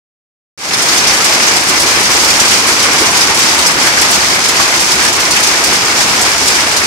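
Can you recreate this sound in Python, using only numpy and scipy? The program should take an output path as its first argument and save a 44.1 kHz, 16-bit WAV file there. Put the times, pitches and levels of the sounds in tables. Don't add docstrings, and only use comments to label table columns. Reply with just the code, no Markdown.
import sys
import numpy as np
from scipy import signal
from scipy.fft import rfft, irfft, next_fast_len
from scipy.io import wavfile
from scipy.ndimage import map_coordinates

SR = 44100
rng = np.random.default_rng(int(sys.argv[2]) if len(sys.argv) > 2 else 0)


def store_pcm(level_fs):
    pcm = np.round(np.clip(level_fs, -1, 1) * 32767).astype(np.int16)
    wavfile.write(sys.argv[1], SR, np.atleast_2d(pcm).T)


N = 302526


def amp(db):
    return 10 ** (np.asarray(db) / 20)


def unit(x):
    return x / np.sqrt(np.mean(x ** 2) + 1e-20)


def along(points, hz):
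    f, values = np.transpose(points)
    return np.interp(np.log(hz + 1), np.log(f + 1), values)


def filtered(x, response):
    size = next_fast_len(N + SR // 4)
    hz = np.fft.rfftfreq(size, 1 / SR)
    return irfft(rfft(x, size) * response(hz), size)[..., :N]


def coloured(x, spectrum):
    return filtered(x, lambda hz: unit(amp(along(spectrum, hz))))


def decay(t, t60):
    return np.exp(-np.log(1000) * t / t60)


def add(track, start_s, sound):
    part = track[:, round(start_s * SR):][:, :sound.shape[1]]
    part += sound[:, :part.shape[1]]


def wobble(per_second):
    return map_coordinates(rng.standard_normal(size=1024), [np.arange(N) * per_second / SR], mode="mirror")


def patter(per_second, spread_db, t60, contact_db):
    landings = rng.random(N) < per_second / SR
    sizes = landings * amp(spread_db * np.minimum(rng.standard_normal(N), 2.2))
    energy = signal.fftconvolve(sizes ** 2, decay(np.arange(SR // 4) / SR, t60) ** 2)[:N]
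    ring = unit(np.sqrt(np.abs(energy)) * rng.standard_normal((2, N)))
    arrivals = np.arange(N) + rng.integers(0, 20, size=(2, N))
    pushes = sizes * rng.choice([-1, 1], size=N)
    contacts = np.array([np.bincount(at, pushes)[:N] for at in arrivals])
    return unit(ring + amp(contact_db) * unit(contacts))


# t/s, level/dB
FALL_DRIFT = [(0.85, -12), (0.91, -12.5), (1.06, -12.5), (1.46, -12.5), (1.76, -12.5), (2.31, -12),
              (5.09, -13), (5.51, -13), (6.48, -13), (6.8, -14)]
# t/s, change of level/dB
FALL_LULLS = [(1.64, -2), (2.63, -1.5), (3.35, -1), (3.92, -0.5), (4.42, -1.5), (4.87, -1.5), (5.14, -1.5),
              (5.82, -1), (6.38, -2)]


def fall_level():
    t = np.arange(N) / SR
    half_lull_s = 0.035
    drift_db = np.interp(t, *np.transpose(FALL_DRIFT))
    return drift_db + sum(dip_db * np.exp(-((t - s) / half_lull_s) ** 2) for s, dip_db in FALL_LULLS)


# f/Hz, relative level/dB
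SHEET_SPECTRUM = [(15, -35), (36, -24), (65, -5.5), (90, -7.5), (150, -6), (250, -3), (350, 0), (480, -5),
                  (700, -5), (1500, -34)]
# f/Hz, relative level/dB
RIB_SPECTRUM = [(200, -43), (450, -6.5), (620, -6.5), (820, -0.5), (1350, 0), (2000, 2), (2900, -3.5),
                (4500, -15.5), (9000, -53)]


def drumming(fall_db):
    boom = coloured(patter(per_second=900, spread_db=1.5, t60=0.22, contact_db=-3.5), SHEET_SPECTRUM)
    clatter = coloured(patter(per_second=1300, spread_db=4, t60=0.18, contact_db=-7.5), RIB_SPECTRUM)
    return amp(fall_db - 10) * boom + amp(fall_db - 0.63) * clatter


def sheet_notes(fall_db, count):
    t = np.arange(SR // 8) / SR
    notes = np.zeros((2, N))
    low_hz, high_hz, spread_db = 650, 2600, 7
    for when, height, size, direction in rng.random((count, 4)):
        hz = low_hz * (high_hz / low_hz) ** height
        note = amp(spread_db * size) * np.sin(2 * np.pi * hz * t) * decay(t, t60=0.11)
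        angle = 2 * np.pi * direction
        add(notes, when * N / SR, np.outer([np.cos(angle), np.sin(angle)], note))
    return amp(fall_db - 13) * unit(notes)


# f/Hz, relative level/dB
PING_SPECTRUM = [(1500, -26), (3000, -5.5), (3900, -4.5), (5000, 0.5), (6200, -2), (7800, -7.5),
                 (9300, -10.5), (11000, -16), (15000, -25.5)]
# f/Hz, relative level/dB
CRACK_SPECTRUM = [(1500, -14), (4000, -31), (7000, 6), (9400, 3.5), (11500, -4), (15000, -12)]


def ice_rattle(fall_db):
    far = coloured(patter(per_second=1300, spread_db=8, t60=0.24, contact_db=-6), PING_SPECTRUM)
    ticks = coloured(patter(per_second=150, spread_db=6.5, t60=0.076, contact_db=-10), CRACK_SPECTRUM)
    flurry_db = 0.26 * wobble(per_second=9)
    far_db = 0.77 + flurry_db
    ticks_db = -13.5 + 1.6 * flurry_db
    return amp(fall_db) * (amp(far_db) * far + amp(ticks_db) * ticks)


def impact(rise_s, t60):
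    t = np.arange(SR // 3) / SR
    envelope = (1 - np.exp(-(t / rise_s) ** 2)) * decay(t, t60)
    return envelope / envelope.max() * rng.standard_normal((2, len(t)))


def spot_colour(sound, depth_db, spacing_hz):
    hz = np.fft.rfftfreq(sound.shape[1], 1 / SR)
    ripple = map_coordinates(rng.standard_normal(size=128), [hz / spacing_hz], mode="nearest")
    return irfft(rfft(sound) * unit(amp(depth_db * ripple)))


def stray_stones(count):
    times = (np.arange(count) + rng.random(count)) / count * N / SR
    levels_db = rng.normal(loc=[-17.5, -20], scale=1, size=(count, 2))
    return np.column_stack([times, levels_db])


# t/s, level of the ice crack/dB, level of the metal ping/dB
NEAR_STRIKES = [(0.73, -22, -7), (0.817, -13, -22), (0.881, -19, -9.5), (0.973, -18, -9), (1.068, -17, -7),
                (1.132, -16, -14), (1.243, -14, -15), (1.475, -22, -9), (1.56, -18, -11), (1.685, -16, -16),
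                (1.797, -14, -11), (2.108, -21, -11.5), (2.299, -15, -10), (2.395, -16, -7),
                (2.509, -14, -16), (2.671, -22, -18), (2.822, -19, -8), (2.998, -17, -27),
                (3.168, -14, -14), (3.205, -13, -9), (3.386, -14, -14), (3.585, -14, -11),
                (3.662, -10.5, -7.5), (3.825, -15, -20), (3.864, -19, -10), (4.010, -10.5, -18),
                (4.107, -12, -26), (4.137, -17, -9), (4.484, -18, -10), (4.596, -20, -12),
                (4.803, -15, -12.5), (4.911, -15, -10), (5.046, -14, -20), (5.305, -14, -10),
                (5.36, -22, -10), (5.428, -12.5, -8.5), (5.467, -15, -10), (5.635, -12, -9),
                (6.002, -15, -9), (6.21, -11, -21), (6.474, -13, -8), (6.76, -17, -8.5)]


def near_stones():
    cracks, pings = np.zeros((2, 2, N))
    for start_s, crack_db, ping_db in [*NEAR_STRIKES, *stray_stones(count=20)]:
        crack = impact(rise_s=0.004, t60=0.1)
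        ping = impact(rise_s=0.005, t60=0.13)
        add(cracks, start_s, amp(crack_db) * spot_colour(crack, depth_db=2, spacing_hz=920))
        add(pings, start_s, amp(ping_db) * spot_colour(ping, depth_db=3.5, spacing_hz=346))
    return coloured(cracks, CRACK_SPECTRUM) + coloured(pings, PING_SPECTRUM)


# t/s, resonance of the struck panel f/Hz, level/dB
HEAVY_STRIKES = [(1.295, 754, -17.5), (1.694, 382, -21), (1.821, 368, -20), (2.51, 2540, -11),
                 (2.672, 1960, -17), (3.005, 350, -15), (3.042, 2530, -13.5), (3.295, 960, -15.5),
                 (3.75, 302, -20), (3.864, 1700, -12), (3.969, 1630, -9.5), (4.59, 1210, -9),
                 (5.013, 1730, -17), (5.36, 2300, -10), (6.001, 1620, -12)]


def heavy_stones():
    thuds = np.zeros((2, N))
    width_octaves = 0.55
    for start_s, pitch_hz, db in HEAVY_STRIKES:
        burst = impact(rise_s=0.006, t60=0.13 * (1000 / pitch_hz) ** 0.17)
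        hz = np.fft.rfftfreq(burst.shape[1], 1 / SR)
        resonance = np.exp(-(np.log2((hz + 1) / pitch_hz) / width_octaves) ** 2)
        skirt = 0.14 / (1 + (hz / 2500) ** 2)
        add(thuds, start_s, amp(db) * irfft(rfft(burst) * unit(resonance + skirt)))
    return thuds


# f/Hz, correlation coefficient
PORT_CORRELATION = [(30, 0.89), (100, 0.94), (340, 0.91), (680, 0.51), (1000, 0.72), (1400, 0.067),
                    (1900, -0.53), (2350, 0.39), (2800, -0.2), (4000, 0.013), (5100, 0.06), (6500, 0.037)]
# f/Hz, left minus right level/dB
PORT_BALANCE = [(100, -1), (1400, 0.5), (2100, 1.5), (2900, 2), (4700, 0), (6000, -4.5), (8000, 0.5),
                (9700, -2), (12000, -0.2)]


def microphones(pair):
    def mid_side_gains(hz):
        angle = np.arccos(np.clip(along(PORT_CORRELATION, hz), -1, 1)) / 2
        return np.array([np.cos(angle), np.sin(angle)])

    def left_right_gains(hz):
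        return amp(np.outer([1, -1], along(PORT_BALANCE, hz)) / 2)

    mid, side = filtered(pair, mid_side_gains)
    return filtered(np.array([mid + side, mid - side]), left_right_gains)


def scene():
    fall_db = fall_level()
    wash = drumming(fall_db) + sheet_notes(fall_db, count=420) + ice_rattle(fall_db)
    return microphones(wash + near_stones() + heavy_stones())


def record(dry):
    start_s, fade_from_db, fade_tau_s = 0.576, -22, 0.097
    ceiling, hardness, cutoff_hz = 1.03, 5.5, 15600
    elapsed = np.maximum(np.arange(N) / SR - start_s, 0)
    faded = dry * (elapsed > 0) * amp(fade_from_db * np.exp(-elapsed / fade_tau_s))
    clipped = faded / (1 + np.abs(faded / ceiling) ** hardness) ** (1 / hardness)
    low_pass = signal.ellip(10, 0.1, 70, cutoff_hz, fs=SR, output="sos")
    return signal.sosfilt(low_pass, clipped)


dry = scene()
out = record(dry)
store_pcm(out)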